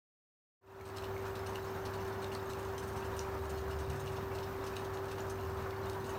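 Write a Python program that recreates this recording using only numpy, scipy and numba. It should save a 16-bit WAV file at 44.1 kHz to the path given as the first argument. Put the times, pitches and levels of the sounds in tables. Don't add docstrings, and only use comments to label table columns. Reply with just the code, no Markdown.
import sys
import numpy as np
from scipy import signal
from scipy.fft import rfft, irfft, next_fast_len
from scipy.io import wavfile
from numba import njit

SR = 44100
rng = np.random.default_rng(int(sys.argv[2]) if len(sys.argv) > 2 else 0)


def digitize_waveform(pressure):
    field = np.atleast_2d(pressure).T
    bounded = np.clip(field, -1, 1)
    quanta = np.round(bounded * 32767).astype(np.int16)
    wavfile.write(sys.argv[1], SR, quanta)


N = 272662
TIME = np.arange(N) / SR
FFT_SIZE = next_fast_len(N)
FFT_HZ = np.fft.rfftfreq(FFT_SIZE, 1 / SR)


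# (time [s], level [dB], pitch of the hole [Hz])
STEAM_SPITS = [(0.85, -54, 4200), (0.96, -53, 3800), (1.035, -53, 2900), (1.25, -57, 3200),
               (1.351, -55, 4500), (1.46, -50.5, 4800), (1.545, -57, 4000), (1.851, -53, 3900),
               (1.934, -55, 3900), (2.218, -55.5, 3700), (2.32, -55.5, 4200), (2.496, -53, 6000),
               (2.781, -56, 7500), (2.824, -56, 5000), (2.873, -57, 9000), (2.96, -56, 5700),
               (3.044, -58, 7500), (3.162, -59, 8600), (3.198, -60, 6000), (3.493, -52.5, 7000),
               (3.573, -55, 4500), (3.702, -55, 4500), (3.786, -55.5, 6000), (3.895, -53.5, 4400),
               (3.993, -55.5, 7000), (4.066, -54.5, 2900), (4.161, -52.5, 3000), (4.346, -54, 3500),
               (4.426, -54, 3200), (4.664, -51.5, 5000), (4.757, -51.5, 3700), (4.843, -56.5, 3300),
               (4.933, -58, 6500), (5.11, -52, 4000), (5.18, -54.5, 4000), (5.295, -50, 6500),
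               (6.09, -54, 6800)]

def spits(rise_s=0.0022, longest_s=0.027, split_hz=5500, hole_width_hz=800, hole_db=-8):
    out, t = np.zeros(N), TIME[:SR // 8]
    wet_fizz = fizz(per_s=1500, spread_db=4.4, cycles=22)
    grainy_hiss = level(pan_ring(noise() * undb(3 * walk(350))), -2)
    jet = butterworth(wet_fizz + grainy_hiss, 2, 2200, "high")
    low, high = (level(butterworth(jet, 3, split_hz, side), 0) for side in ("low", "high"))
    for s, db, hole_hz in list(STEAM_SPITS) + faint_spits():
        length_s = min(0.024 * 2 ** ((-54 - db) / 8), longest_s)
        pressure = (1 - np.exp(-t / rise_s)) * np.exp(-(t / length_s) ** 3)
        treble_db = 8 * np.log2(hole_hz / 5470)
        span = int(s * SR) + np.arange(len(t))
        spray = low.take(span, mode="wrap") + undb(treble_db) * high.take(span, mode="wrap")
        note = ring(rng.standard_normal(len(t)), [(hole_hz, hole_width_hz, 0)])
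        spit = level(spray, db) + level(note, db + hole_db)
        add(out, s, spit * undb(0.33) * pressure)
    return out


def faint_spits(count=14, low_hz=2900, high_hz=10000):
    when, weakness, pitch = rng.random((count, 3)).T
    starts = (np.arange(count) + when) / count * N / SR
    return list(zip(starts, -60 - weakness, low_hz * (high_hz / low_hz) ** pitch))


# (time [s], peak level [dB], cavity pitch [Hz])
SKIN_SNAPS = [(0.9832, -36, 3840), (1.042, -42, 2930), (1.3542, -38.5, 2820), (1.5566, -34, 2830),
              (1.853, -40, 3820), (1.8604, -43, 3840), (1.937, -41.5, 3790), (2.2438, -37, 3470),
              (2.3496, -34, 4250), (2.5342, -36.5, 2890), (2.7798, -39, 2880), (3.1922, -29.5, 5460),
              (4.3869, -40, 3850), (4.7666, -32, 2840), (4.9721, -42.5, 3720), (5.205, -39.5, 6490),
              (5.7074, -41.5, 3740)]

def snaps(tear_s=0.0019, cavity_width_hz=1900, click_db=-18, wall_s=0.0012, wall_gain=.5):
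    out, t = np.zeros(N), TIME[:SR // 40]
    for s, db, hz in SKIN_SNAPS:
        tear = rng.standard_normal(len(t)) * np.exp(-t / tear_s)
        cavity = [(hz, cavity_width_hz, 0)]
        clarity = min(hz / 3800, 1.4) ** 2
        ping = level(ring(ring(tear, cavity), cavity), 0) * clarity
        snap = level(pan_ring(tear), 0) + ping + level(tear, click_db)
        echo_delay = int(wall_s * rng.uniform(0.64, 1.1) * SR)
        snap = snap + wall_gain * np.roll(snap, echo_delay)
        add(out, s, snap * undb(db) / np.abs(snap).max())
    return out


# (time [s], peak level [dB], pitch [Hz])
CLEAR_PLIPS = [(0.809, -42, 2220), (1.165, -41, 2180), (2.318, -41, 2780), (4.078, -42, 2820)]

def plops(count=70, low_hz=650, high_hz=2900):
    when, pitch, weakness = rng.random((count, 3)).T
    soft_hz = low_hz * (high_hz / low_hz) ** pitch
    soft = bubbles(when * N / SR, soft_hz, undb(-46 - 2.2 * weakness), cycles=9.0, glide=0.07)
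    s, db, hz = np.array(CLEAR_PLIPS, float).T.copy()
    return soft + bubbles(s, hz, undb(db), cycles=8.4, glide=0.0083)


def crackle(fat_db=-66, sputter_db=-69, sputters_per_s=45, sputter_s=0.0037):
    onsets = (rng.random(N) < sputters_per_s / SR) * rng.random(N)
    decays = signal.lfilter([1], [1, -np.exp(-1 / (sputter_s * SR))], onsets)
    sputters = level(pan_ring(decays * noise()), sputter_db)
    fat = fizz(per_s=700, spread_db=4.6, cycles=23) * undb(fat_db)
    clusters = undb(2 * walk(10))
    return (fat + sputters) * clusters


def fizz(per_s, spread_db, cycles, low_hz=2300, high_hz=13500):
    when, pitch, strength = rng.random((30000, 3))[:int(per_s * N / SR)].T
    hz = low_hz * (high_hz / low_hz) ** pitch
    gains = undb(spread_db * np.minimum(-np.log(1 - strength), 3))
    cloud = bubbles(when * N / SR, hz, gains * np.sqrt(hz), float(cycles), glide=0.0088)
    return level(pan_ring(cloud), 0)


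@njit
def bubbles(starts, hz, gains, cycles, glide):
    out = np.zeros(N)
    for k in range(len(starts)):
        first, life = int(starts[k] * SR), cycles * SR / hz[k]
        for i in range(min(int(5 * life), N - first)):
            age = i / life
            phase = 2 * np.pi * cycles * age * (1 + glide * age / 2)
            out[first + i] += gains[k] * np.exp(-age) * np.sin(phase)
    return out


# (frequency [Hz], width [Hz], gain [dB])
PAN_MODES = [(2870, 470, 7), (3760, 540, 4), (4310, 570, 1), (5220, 166, 4), (6020, 1200, 2),
             (7700, 450, -10.5), (8300, 1100, -3.5), (11160, 470, -6.5), (12700, 2100, -15)]

def pan_ring(x):
    return ring(x, PAN_MODES)


def kitchen(x, t60_s=0.17, wet_db=-6):
    t = TIME[:SR // 2]
    tail = rng.standard_normal(len(t)) * np.exp(-np.log(1000) * t / t60_s) * (t > .005)
    return x + undb(wet_db) * signal.fftconvolve(x, tail / np.linalg.norm(tail))[:N]


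# (frequency [Hz], relative level [dB])
AIR_SPECTRUM = [(20, -16), (32, -1), (55, -13), (110, -0.5), (250, 0.5), (520, 0), (950, 0.5), (1350, -2.5),
                (1700, -6.5), (2050, -13), (3200, -21), (6000, -26.5), (10300, -34), (16000, -29.5)]
# (frequency [Hz], width [Hz], gain [dB])
HOUSING_MODES = [(198.5, 13.4, -9.5), (230.6, 10.5, -8), (584, 10, -14), (914, 13, -7), (968, 17, -4.5),
                 (1116, 14, -8.5)]
# (frequency [Hz], level [dB])
BLADE_TONES = [(386.8, -44), (489.9, -63), (1766, -69.5)]

def fan(air_db=-44.5, flutter_db=0.8, wander=0.001426):
    air = colour(noise(), AIR_SPECTRUM)
    rush = level(air + ring(air, HOUSING_MODES), air_db) * undb(0.99 * walk(16))
    rotor_time = np.cumsum(1 + wander * walk(4.75)) / SR
    blades = sum(level(np.sin(2 * np.pi * hz * rotor_time) * undb(flutter_db * walk(23)), db)
                 for hz, db in BLADE_TONES)
    return rush + blades


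def hob(mains_hz=50, hum_db=-49, whine_hz=14420, roughness_hz=560, wander_hz=45, whine_db=-67.5):
    hum_phase = 2 * np.pi * 2 * mains_hz * TIME
    whine_phase = 2 * np.pi * np.cumsum(whine_hz + wander_hz * walk(3)) / SR
    whine = walk(roughness_hz) * np.cos(whine_phase) + walk(roughness_hz) * np.sin(whine_phase)
    pulse = 1 + 0.34 * np.cos(hum_phase)
    hum = np.sin(hum_phase) * undb(walk(2))
    return level(hum, hum_db) + level(whine * pulse * undb(walk(6)), whine_db)


# (frequency [Hz], width [Hz], gain [dB])
BED_MODES = [(63, 7.6, -9.5), (79.3, 9.6, -8.5), (92, 14, -4)]
# (time [s], pitch [Hz])
DRONE_GLIDE = [(1.2, 82), (2.6, 75), (3.6, 75.4), (5.5, 80.6)]
# (time [s], level [dB])
DRONE_SWELL = [(1.0, -58), (2.5, -58), (2.95, -48), (3.25, -51), (3.5, -43.5), (3.78, -43), (4.0, -52),
               (4.5, -54), (4.95, -66), (5.5, -46), (5.8, -56)]
# (frequency [Hz], relative level [dB])
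UPPER_TONES = [(125, -4.5), (139, 0)]
# (time [s], level [dB])
UPPER_SWELL = [(1.0, -67.9), (3.5, -55.5), (3.95, -46), (4.35, -55.2), (4.95, -62), (5.4, -55)]

def rumble(bed_db=-54, upper_trim_db=-1, waver_db=2, wander=.014):
    def tone(hz):
        phase = 2 * np.pi * np.cumsum(hz * (1 + wander * walk(7.1))) / SR
        return np.sin(phase) * undb(waver_db * walk(15))
    bed = colour(ring(noise(), BED_MODES), [(40, -7), (62, 9.5), (100, 1.5), (200, -8)])
    drone = level(tone(curve(DRONE_GLIDE)), 0) * undb(curve(DRONE_SWELL))
    upper = sum(undb(db) * tone(hz) for hz, db in UPPER_TONES)
    upper = level(upper, upper_trim_db) * undb(curve(UPPER_SWELL))
    return drone + upper + level(bed, bed_db)


def undb(db):
    return 10 ** (np.asarray(db) / 20)


def level(x, db):
    return x * undb(db) / np.sqrt(np.mean(x ** 2) + 1e-20)


def noise():
    return rng.standard_normal(N)


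def walk(rate):
    spectrum = rfft(noise(), FFT_SIZE) * np.exp(-(FFT_HZ / rate) ** 2)
    return level(irfft(spectrum, FFT_SIZE)[:N], 0)


def curve(points):
    return np.interp(TIME, *np.transpose(points))


def colour(x, points):
    hz, db = np.transpose(points)
    gain = undb(np.interp(np.log(FFT_HZ + 1), np.log(hz), db))
    return irfft(rfft(x, FFT_SIZE) * gain, FFT_SIZE)[:N]


def butterworth(x, order, hz, side):
    return signal.sosfilt(signal.butter(order, hz, side, fs=SR, output="sos"), x)


def ring(x, modes):
    return sum(undb(db) * signal.lfilter(*signal.iirpeak(hz, hz / width, SR), x) for hz, width, db in modes)


def add(out, s, x):
    i = int(s * SR)
    out[i:i + len(x)] += x[:max(N - i, 0)]


def scene():
    pan = kitchen(spits() + snaps() + crackle() + plops())
    return (pan + fan() + hob() + rumble())[None]


def record(dry, silence_s=0.61, fade_s=0.51, top_hz=15800):
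    fade = np.clip((TIME - silence_s) / fade_s, 0, 1) ** 0.98
    return signal.sosfilt(signal.ellip(12, .1, 80, top_hz, fs=SR, output="sos"), dry * fade)


dry = scene()
out = record(dry)
digitize_waveform(out)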